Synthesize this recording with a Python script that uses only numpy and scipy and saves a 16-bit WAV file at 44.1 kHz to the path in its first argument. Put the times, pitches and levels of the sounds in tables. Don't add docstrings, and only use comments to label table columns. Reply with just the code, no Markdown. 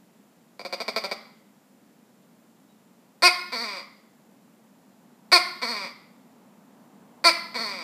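import sys
import numpy as np
from scipy import signal
from scipy.fft import rfft, irfft, next_fast_len
from scipy.io import wavfile

SR = 44100
rng = np.random.default_rng(int(sys.argv[2]) if len(sys.argv) > 2 else 0)


def bounce(signal):
    frames = np.transpose(np.atleast_2d(signal))
    limited = np.clip(frames, -1, 1)
    pcm = np.round(limited * 32767).astype(np.int16)
    wavfile.write(sys.argv[1], SR, pcm)


N = 345303


def amp(db):
    return 10 ** (np.asarray(db) / 20)


def ramp(t, start_s, length_s):
    return np.clip((t - start_s) / length_s, 0, 1)


def bell(x, centre, width):
    return 1 / (1 + 2 * ((x - centre) / width) ** 2)


def along(points, hz):
    point_hz, values = np.transpose(points)
    return np.interp(np.log(hz + 1), np.log(point_hz + 1), values)


def filtered(sound, gain_at):
    size = next_fast_len(N + SR // 2)
    return irfft(rfft(sound, size) * gain_at(np.fft.rfftfreq(size, 1 / SR)), size)[:N]


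def noise(spectrum):
    shaped = filtered(rng.standard_normal(N), lambda hz: amp(along(spectrum, hz)))
    return shaped / np.sqrt(np.mean(shaped ** 2))


# frequency_hz, relative_db
AIR_SPECTRUM = [(18, -73.5), (30, -35.5), (60, -33), (92, -28), (148, -9.5), (190, -4), (220, 0.5),
                (255, -5), (350, -13.5), (550, -14.5), (920, -19), (1260, -23), (3300, -30.5), (6500, -33),
                (7300, -29), (8200, -34.5), (13600, -33.5), (15500, -38)]

def room_drone(level_db=-58):
    return amp(level_db) * noise(AIR_SPECTRUM)


def distant_rush(start_db=-82, swell_db_per_s=4):
    rush = noise([(40, -31), (100, -14), (150, -1.5), (200, 13.5), (260, 8.5), (350, -4), (950, -2),
                  (1300, -12), (2500, -22.5), (6000, -38)])
    return amp(start_db + swell_db_per_s * np.arange(N) / SR) * rush


# centre_hz, width_hz, chuck_db, bark_db, groan_db
RESONANCES = [(235, 140, -0.5, -9, -3), (560, 130, 3, -1, -3), (694, 270, 5, -2.5, -5.5),
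              (1121, 370, 1.5, 1.5, 2.5), (1340, 300, -5.5, -4.5, -13.5), (2084, 420, 0, 1, 1.5),
              (2354, 213, 5, 4.5, 3), (2900, 400, -18, -23, -20.5), (3556, 680, -10, -15, -11.5),
              (4480, 770, -0.5, -0.5, -2), (4745, 320, 3, 1, 1), (5070, 1300, -10.5, -15, -11.5),
              (7980, 1000, -20.5, -18.5, -20.5), (9200, 870, -21, -17, -24.5), (13070, 2800, -26, -30, -31)]
# centre_hz, width_hz, db_per_squeak_db
SQUEAK_BANDS = [(1980, 350, 0.67), (2540, 680, -1.08), (4443, 210, 1.53), (4820, 670, -0.55)]

def throat(hz, gains_db, damping, shift_percent, squeak_db, leak_db=-36, spread_s=.0004):
    stretch = 1 + shift_percent[:, None] / 100
    power = sum((amp(db) * bell(hz, centre * stretch, width * damping)) ** 2
                for (centre, width, *_), db in zip(RESONANCES, gains_db))
    tightening = sum(share * bell(hz, centre, width) for centre, width, share in SQUEAK_BANDS)
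    gain = np.sqrt(power + amp(leak_db) ** 2) * amp(squeak_db[:, None] * tightening)
    gain *= amp(along([(25, -24.5), (70, -3), (150, -8), (250, 4), (13800, -1.5), (15500, -13.5)], hz))
    gain /= np.sqrt(np.mean(gain ** 2, axis=1, keepdims=True))
    cepstrum = irfft(np.log(gain))
    half = cepstrum.shape[1] // 2
    cepstrum[:, 1:half] *= 2
    cepstrum[:, half + 1:] = 0
    delay_s = spread_s * np.minimum(np.sqrt(gain), 2)
    delay_s += .0025 * bell(hz, 450, 400)
    return np.exp(rfft(cepstrum) - 2j * np.pi * np.cumsum(delay_s, axis=1) * hz[1])


def voice(curve, gains_db, damping, jitter, scatter_db, rasp, size=2048):
    time_s, pitch_hz, *controls = np.transpose(curve)
    t = np.arange(time_s[0], time_s[-1], 1 / SR)
    cycles = np.cumsum(np.interp(t, time_s, pitch_hz)) / SR
    snap_s = np.interp(np.arange(int(cycles[-1]) + 1), cycles, t)
    period_s = 1 / np.interp(snap_s, time_s, pitch_hz)
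    level_db, shift_percent, squeak_db = (np.interp(snap_s, time_s, c) for c in controls)
    chance = rng.standard_normal((96, size))[:len(snap_s)]
    strength = amp(level_db + scatter_db * chance[:, -1]) * np.sqrt(period_s * SR)
    slack = period_s / period_s.min()
    place = (snap_s + jitter * period_s * slack * chance[:, -2]) * SR
    puff = np.exp(-np.arange(size) / (.0021 * SR))
    snap = 1 + rasp * rfft(chance * puff / np.linalg.norm(puff))
    hz = np.fft.rfftfreq(size, 1 / SR)
    between_samples = np.exp(-2j * np.pi * hz * (place % 1)[:, None] / SR)
    ringing = throat(hz, gains_db, damping, shift_percent, squeak_db)
    rings = strength[:, None] * irfft(snap * ringing * between_samples)
    samples = place.astype(int)[:, None] + np.arange(size)
    return np.bincount(samples.ravel(), rings.ravel(), N)[:N]


# start_s, length_s, snaps_per_s, level_db
RATTLE_CHUCKS = [(.594, 0.02, 100, -37.5), (0.65, 0.018, 182, -32.5), (0.726, 0.019, 178, -26.5),
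                 (0.8024, 0.018, 224, -27), (0.8808, 0.014, 216, -25.5), (0.962, 0.026, 220, -24.5),
                 (1.039, 0.021, 196, -25.5), (1.113, 0.017, 197, -28)]

def rattle(darkening=.18):
    hz, _, chuck_db, _, _ = np.transpose(RESONANCES)
    octaves = np.log2(np.minimum(hz, 2000) / hz[0])
    loudest_db = max(db for *_, db in RATTLE_CHUCKS)
    sound = np.zeros(N)
    for start_s, length_s, rate, db in RATTLE_CHUCKS:
        # time_s, pitch_hz, level_db, shift_percent, squeak_db
        curve = [(start_s, rate, db - 1.5, -1, 1), (start_s + length_s, rate, db - 7, 1.5, -1)]
        gains_db = chuck_db + darkening * (db - loudest_db) * octaves
        sound += voice(curve, gains_db, damping=.78, jitter=.04, scatter_db=1.57, rasp=.21)
    return sound


def echo_tail(fade_times, build_up_s):
    hz, t, spectra = signal.stft(rng.standard_normal(SR), SR, nperseg=256)
    fade = amp(-60 * t / along(fade_times, hz)[:, None])
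    echo = signal.istft(spectra * fade, SR, nperseg=256)[1]
    echo *= 1 - np.exp(-np.arange(len(echo)) / (build_up_s * SR))
    return echo / np.linalg.norm(echo)


# delay_s, gain
WALL_ECHOES = [(.00086, 0.068), (.00144, 0.07), (.00208, 0.28), (.00431, 0.15), (.00483, .1),
               (.00594, 0.17), (0.01, -0.16)]
# frequency_hz, fade_s
ROOM_FADES = [(70, 0.295), (200, 1), (600, 0.48), (1400, 0.65), (2100, 0.76), (2400, 0.44), (3100, 0.86),
              (4300, 0.57), (4850, 0.58), (5600, 0.57), (9500, 0.49), (14000, 0.96)]

def enclosure(sound, flutter_db, room_db):
    flutter = echo_tail([(300, .025), (900, .013), (2500, .057), (10000, .094)], build_up_s=.0014)
    response = amp(flutter_db) * flutter + amp(room_db) * echo_tail(ROOM_FADES, build_up_s=.0047)
    response[0] += 1
    for delay_s, gain in WALL_ECHOES:
        response[round(delay_s * SR)] += gain
    return signal.fftconvolve(sound, response)[:N]


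# start_s, rise_s, fade_s, pitch_hz, level_db
FAR_PEEP = (2.678, .03, .22, 3849, -69.5)

def peep():
    start_s, rise_s, fade_s, pitch_hz, level_db = FAR_PEEP
    t = np.maximum(np.arange(N) / SR - start_s, 0)
    loudness = ramp(t, 0, rise_s) * amp(level_db - 60 * np.maximum(t - rise_s, 0) / fade_s)
    return loudness * np.sin(2 * np.pi * pitch_hz * t)


# start_s, length_s,
# pitch_hz, glide_hz_per_s, level_db, fade_db_per_s, opening_percent, squeak_after_s
LOUD_BARKS = [(3.2222, 0.061, 349.7, 251, -13, 15, 3.5, 0.01),
              (5.3177, .062, 378.8, -720, -11, 114, 1.5, .023),
              (7.2412, .060, 354.4, -540, -13.5, 75, 2.4, 0.015)]

def bark(start_s, length_s, pitch_hz, glide, level_db, fade, opening, squeak_after_s):
    t = np.arange(0, length_s, 1 / SR)
    onset, closing = 1 - ramp(t, 0, .0105), ramp(t, length_s - .012, .012)
    pitch = (pitch_hz + glide * t) * (1 - .29 * onset) * (1 - .12 * closing)
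    level = level_db - 10 * onset - fade * t - 9.5 * closing
    shift_percent = opening * (ramp(t, 0, length_s / 2) - 3.4 * closing)
    squeak_db = -5 + 13 * bell(t, squeak_after_s, width=.024)
    curve = np.column_stack([start_s + t, pitch, level, shift_percent, squeak_db])
    hz, _, _, bark_db, _ = np.transpose(RESONANCES)
    db_per_octave = .16 + .16 * opening
    gains_db = bark_db + db_per_octave * np.log2(hz / hz[0])
    return voice(curve, gains_db, damping=.81, jitter=.004, scatter_db=.32, rasp=.1)


# start_s, length_s, pitch_hz, level_db, first_push_db,
# second_push_after_s, second_push_hz, throat_tight_s
FALLING_GROANS = [(3.521, 0.31, 226.8, -31.5, 1.5, .103, 21, .13),
                  (5.617, 0.29, 223.8, -31, 4, .086, 25, .12), (7.544, .335, 218.1, -32, 2, .076, 18, .145)]

def groan(start_s, length_s, pitch_hz, level_db, first_db, second_s, second_hz, tight_s):
    sag_hz_per_s2, fade_db_per_s = 750, 29
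    t = np.arange(0, length_s, 1 / SR)
    onset, creak = 1 - ramp(t, 0, .012), ramp(t, length_s - .052, .052)
    first_push = np.exp(-((t - .016) / .014) ** 2)
    second_push = np.exp(-((t - second_s) / .024) ** 2)
    pitch = pitch_hz + 31.6 * first_push + second_hz * second_push - sag_hz_per_s2 * t ** 2
    pitch *= (1 - .1 * onset) * .36 ** creak
    level = level_db + first_db * first_push + 3 * second_push - fade_db_per_s * t
    level -= 4.5 * onset + 12.5 * creak
    slack = ramp(t, tight_s - .035, .07)
    tight = 1 - slack
    shift_percent = 2 * tight + .3 * slack - 4.5 * first_push
    squeak_db = 9 * tight * ramp(t, 0, .05) - 2.5 * slack
    curve = np.column_stack([start_s + t, pitch, level, shift_percent, squeak_db])
    *_, groan_db = np.transpose(RESONANCES)
    return voice(curve, groan_db, damping=.72, jitter=.003, scatter_db=1.5, rasp=.1)


def scene():
    gecko = rattle()
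    gecko += sum(bark(*row) for row in LOUD_BARKS)
    gecko += sum(groan(*row) for row in FALLING_GROANS)
    echoing = enclosure(gecko, flutter_db=1.5, room_db=-5.5)
    return (echoing + distant_rush() + room_drone() + peep())[None]


def record(dry):
    ceiling, bass_hz, top_hz = .75, 35, 15350
    rounded = dry[0] / (1 + (dry[0] / ceiling) ** 6) ** (1 / 6)
    return filtered(rounded, lambda hz: hz ** 2 / (hz ** 2 + bass_hz ** 2) * (hz < top_hz))[None]


dry = scene()
out = record(dry)
bounce(out)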